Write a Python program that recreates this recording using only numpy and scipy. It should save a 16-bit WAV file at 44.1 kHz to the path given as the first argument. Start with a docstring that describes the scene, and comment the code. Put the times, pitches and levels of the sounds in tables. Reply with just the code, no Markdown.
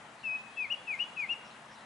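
"""A bird on a lake shore, near the microphone and to its left, gives one held whistle, then three
slurred calls, each a falling note and a short arched one. The nearly pure tones beat against their
own echoes from the shore and fade in the trees. Far off, a second bird peeps and thin chirps come
from the trees, over a steady wash of wind and water and a faint motor drone across the lake."""
import sys
import numpy as np
from scipy import signal
from scipy.io import wavfile
from scipy.ndimage import uniform_filter1d

SR = 44100
rng = np.random.default_rng(int(sys.argv[2]) if len(sys.argv) > 2 else 0)


def int16_out(signal):
    """Quantize to a 16-bit WAV file."""
    q = np.round(np.clip(np.atleast_2d(signal).T, -1, 1) * 32767)
    wavfile.write(sys.argv[1], SR, q.astype(np.int16))


N = 81585
T = np.arange(N) / SR


def from_db(db):
    """Decibels to gain."""
    return 10 ** (np.asarray(db) / 20)


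def unit_power(x):
    """Scale to an RMS of one."""
    return x / np.sqrt(np.mean(x ** 2) + 1e-20)


def at_hz(points, hz):
    """Read a spectrum table on a log-frequency axis."""
    freqs, values = np.transpose(points)
    return np.interp(np.log(hz), np.log(freqs), values)


def pan(left_over_right_db):
    """Left and right gains with a mean of one."""
    gains = from_db([[left_over_right_db / 2], [-left_over_right_db / 2]])
    return gains / gains.mean()


def drift(rate_hz):
    """Smooth random motion with a spread of one."""
    pole = np.exp(-2 * np.pi * rate_hz / SR)
    motion = signal.lfilter([1], [1, -2 * pole, pole * pole], rng.standard_normal(N + SR))
    return unit_power(motion[SR:])


def narrow_noise(hz, width_hz):
    """An unsteady tone of the given width, unit power."""
    phase = 2 * np.pi * hz * T
    return unit_power(drift(width_hz) * np.cos(phase) + drift(width_hz) * np.sin(phase))


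# Wind and water at the microphone, spectral density: f/Hz, relative level/dB
WASH_SPECTRUM = [(18, -68), (30, -24.5), (103, -11), (146, -4), (182, -6.5), (211, -3.5), (411, -9.5),
                 (610, -4), (781, -1), (952, -1.5), (1310, -5), (1810, -6), (2620, -14), (2820, -12),
                 (4740, -21), (5490, -22.5), (11000, -25), (14300, -65), (22000, -120)]
# How alike the two channels are: f/Hz, correlation/0..1
WASH_LIKENESS = [(60, 0.99), (130, 1), (260, 0.97), (550, 0.89), (1150, 0.63), (2400, 0.42), (5030, 0.52),
                 (10500, 0.85)]
# Which side the wash leans to: f/Hz, left minus right/dB
WASH_BALANCE = [(60, 2), (110, 0.0), (190, 0), (340, 1.5), (600, -0.5), (1060, 4), (1880, 5), (3340, 1.5),
                (5930, -0.5), (10500, 0.5)]
# Slow swell of the whole wash: t/s, level/dB (before gain_db)
WASH_SWELL = [(0.0, -53), (0.19, -54.5), (1.148, -52.5), (1.798, -54), (1.85, -53.5)]


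def wind_and_water():
    """Wind and ripples around the microphone: flickering third-octave noise, wider in the treble."""
    gain_db, flicker_db = 2.09, 1.12
    edges_hz = 25 * 2 ** (np.arange(28) / 3)
    white = rng.standard_normal((2, 2, N + SR // 4))
    wash = 0
    for k, (low, high) in enumerate(zip(edges_hz, edges_hz[1:])):
        band = signal.butter(3, [low, high], "band", fs=SR, output="sos")
        mid, side = signal.sosfilt(band, white[k % 2])[:, -N:]   # adjacent bands are independent
        hz = np.sqrt(low * high)
        alike = np.clip(at_hz(WASH_LIKENESS, hz), 0, 1)
        width = np.sqrt((1 - alike) / (1 + alike))
        level = from_db(at_hz(WASH_SPECTRUM, hz) + flicker_db * drift(rate_hz=13.7))
        wash += level * pan(at_hz(WASH_BALANCE, hz)) * (mid + width * side * [[1], [-1]])
    swell_db = np.interp(T, *np.transpose(WASH_SWELL))
    return from_db(gain_db + swell_db) * unit_power(wash)


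# Motor far across the water, centre: f/Hz, level/dB
MOTOR_TONES = [(128, -73.5), (219, -70.5)]


def motor():
    """A distant motor drones on two wavering low tones."""
    return sum(from_db(db) * narrow_noise(hz, width_hz=1.13) for hz, db in MOTOR_TONES)


# Faint chirps from the trees, centre: t/s, length/s, f/Hz, level/dB
TREE_CHIRPS = [(0.16, 0.12, 4090, -65.5), (0.907, .07, 6900, -67), (1.161, 0.084, 6780, -68),
               (1.432, 0.077, 5580, -66), (1.49, 0.06, 3950, -63.5), (1.698, 0.069, 5500, -63.5),
               (1.734, 0.13, 3910, -64)]


def chirps():
    """Thin buzzy chirps, blurred by distance."""
    sound = np.zeros(N)
    for start, length, hz, db in TREE_CHIRPS:
        progress = np.clip((T - start) / length, 0, 1)
        sound += from_db(db) * np.sin(np.pi * progress) * narrow_noise(hz, width_hz=360)
    return sound


def trees(song):
    """Diffuse scatter from the wooded shore, then a blurred second swell from a farther bank."""
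    build_s, t60_s = 0.051, 0.79
    bank_gain, bank_delay_s, bank_spread_s = 0.16, 0.17, 0.012
    t = T[:SR]
    near_trees = from_db(-60 * t / t60_s) * np.minimum(t / build_s, 1) ** 2
    far_bank = bank_gain * np.exp(-((t - bank_delay_s) / bank_spread_s) ** 2)
    tail = rng.standard_normal((2, SR)) * (near_trees + far_bank)
    tail /= np.sqrt(np.sum(tail ** 2, axis=1, keepdims=True))
    return signal.fftconvolve(song[None], tail, axes=1)[:, :N]


# Second bird, far off, centre: t/s, length/s, top f/Hz, level/dB
FAR_BIRD_PEEPS = [(.525, .08, 3375, -58), (.76, .065, 3410, -57), (1.02, .07, 3410, -57),
                  (1.28, .05, 3335, -57)]


def far_bird():
    """Soft peeps that rise and level off, about as much scatter from the trees as direct sound."""
    rise_hz, top_at = 160, 0.88
    song = np.zeros(N)
    for start, length, top_hz, db in FAR_BIRD_PEEPS:
        progress = np.clip((T - start) / length, 0, 1)
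        pitch = top_hz - rise_hz * (1 - progress / top_at) ** 2
        phase = 2 * np.pi * np.cumsum(pitch) / SR
        song += from_db(db) * np.sin(np.pi * progress) * np.sin(phase)
    return song + from_db(-0.5) * trees(song)


# Shore echoes at the microphone: delay/s, left gain/dB, right gain/dB
SHORE_ECHOES = [(0.00683, -15.7, -21.6), (0.00889, -14.9, -20.5), (0.0184, -21.5, -22.5),
                (0.02745, -19.3, -23.1), (0.03584, -18.8, -16.6)]


def shore(song):
    """A few distinct early reflections, which beat against the sliding direct tone."""
    return sum(from_db([[left], [right]]) * np.interp(T - delay, T, song, left=0)
               for delay, left, right in SHORE_ECHOES)


# Near bird's harmonics 2, 3 and 4: base level/dB relative to the fundamental
WHISTLE_OVERTONES = [-35, -55, -46.5]


def whistle(note, bright_db):
    """One note: a slightly wavering sine whose weak overtones swell as it falls and fade as it rises."""
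    edge_s, waver_share, slide_hz_per_s = 0.005, 0.0011, 16000
    flutter_hz, flutter_db, flicker_db, slide_db = 74, 0.81, 2.5, 11.5
    times, hz, db = np.transpose(note)
    pitch = np.interp(T, times, hz)
    phase = 2 * np.pi * np.cumsum(pitch * (1 + waver_share * drift(rate_hz=120))) / SR
    gate = np.clip(np.minimum(T - times[0], times[-1] - T) / edge_s + 1, 0, 1)
    fade = np.sin(np.pi / 2 * gate) ** 2
    level = from_db(np.interp(T, times, db) + flutter_db * drift(flutter_hz))
    pitch_slope = uniform_filter1d(np.gradient(pitch) * SR, size=400)
    falling = np.tanh(-pitch_slope / slide_hz_per_s)
    tone = np.sin(phase)
    for harmonic, base_db in enumerate(WHISTLE_OVERTONES, 2):
        overtone_db = base_db + bright_db + slide_db * falling + flicker_db * drift(flutter_hz)
        tone += from_db(overtone_db) * np.sin(harmonic * phase)
    return np.sqrt(2) * level * fade * tone


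# Near bird on the shore, one contour a note: t/s, f/Hz, level/dB (before panning)
HELD_WHISTLE = [(0.234, 2897, -54.7), (0.242, 2677, -41.3), (0.255, 2648, -36.3), (0.289, 2533, -33.6),
                (0.326, 2533, -32.2), (0.359, 2554, -34.8), (0.392, 2545, -49.6)]
CALL_FALLS = [
    [(0.566, 2690, -52.5), (0.575, 2643, -38.9), (0.607, 2541, -32.7), (0.623, 2477, -35.3),
     (0.643, 2363, -36.3), (0.656, 2160, -38.7), (0.674, 2074, -50.6)],
    [(0.871, 2718, -51.2), (0.884, 2574, -37.3), (0.904, 2516, -34.3), (0.924, 2370, -36.1),
     (0.94, 2218, -34.8), (0.953, 2085, -42.2), (0.967, 2114, -46.7)],
    [(1.165, 2685, -50.4), (1.176, 2560, -37.2), (1.198, 2481, -34.3), (1.214, 2422, -34.8),
     (1.24, 2199, -34.3), (1.256, 2056, -42.5), (1.265, 2036, -51.0)],
]
CALL_ARCHES = [
    [(0.699, 2452, -45.7), (0.706, 2728, -33.9), (0.716, 2897, -30.6), (0.726, 2932, -32.1),
     (0.73, 2771, -36.4), (0.743, 2821, -35.6), (0.75, 2906, -44.7)],
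    [(0.989, 2361, -44.3), (0.999, 2749, -33.2), (1.011, 2904, -29.8), (1.015, 2877, -29.4),
     (1.029, 2901, -32.2), (1.03, 3046, -37.2), (1.043, 2848, -45.7)],
    [(1.285, 2399, -49.6), (1.294, 2629, -36.5), (1.304, 2770, -32.0), (1.32, 2853, -30.4),
     (1.329, 2835, -32.2), (1.333, 2730, -36.1), (1.34, 2700, -39.1)],
]
# Brightness of the held, the three falling and the three arched notes: overtone gain/dB
NOTE_BRIGHTNESS = [-1, -2, -4.5, -3, 0, 1.5, 0]


def near_bird():
    """The bird whistles left of the microphone; shore and trees send its song back."""
    notes = [HELD_WHISTLE, *CALL_FALLS, *CALL_ARCHES]
    song = sum(whistle(note, bright_db) for note, bright_db in zip(notes, NOTE_BRIGHTNESS))
    return pan(left_over_right_db=7) * song + shore(song) + from_db(-17.5) * trees(song)


def scene():
    """The birds and the lake behind them, heard in stereo from the shore."""
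    return near_bird() + far_bird() + chirps() + wind_and_water() + motor()


def record(dry):
    """The microphone chain cuts the top treble steeply."""
    cutoff_hz = 11100
    return signal.sosfilt(signal.ellip(12, .1, 80, cutoff_hz, fs=SR, output="sos"), dry)


dry = scene()
out = record(dry)
int16_out(out)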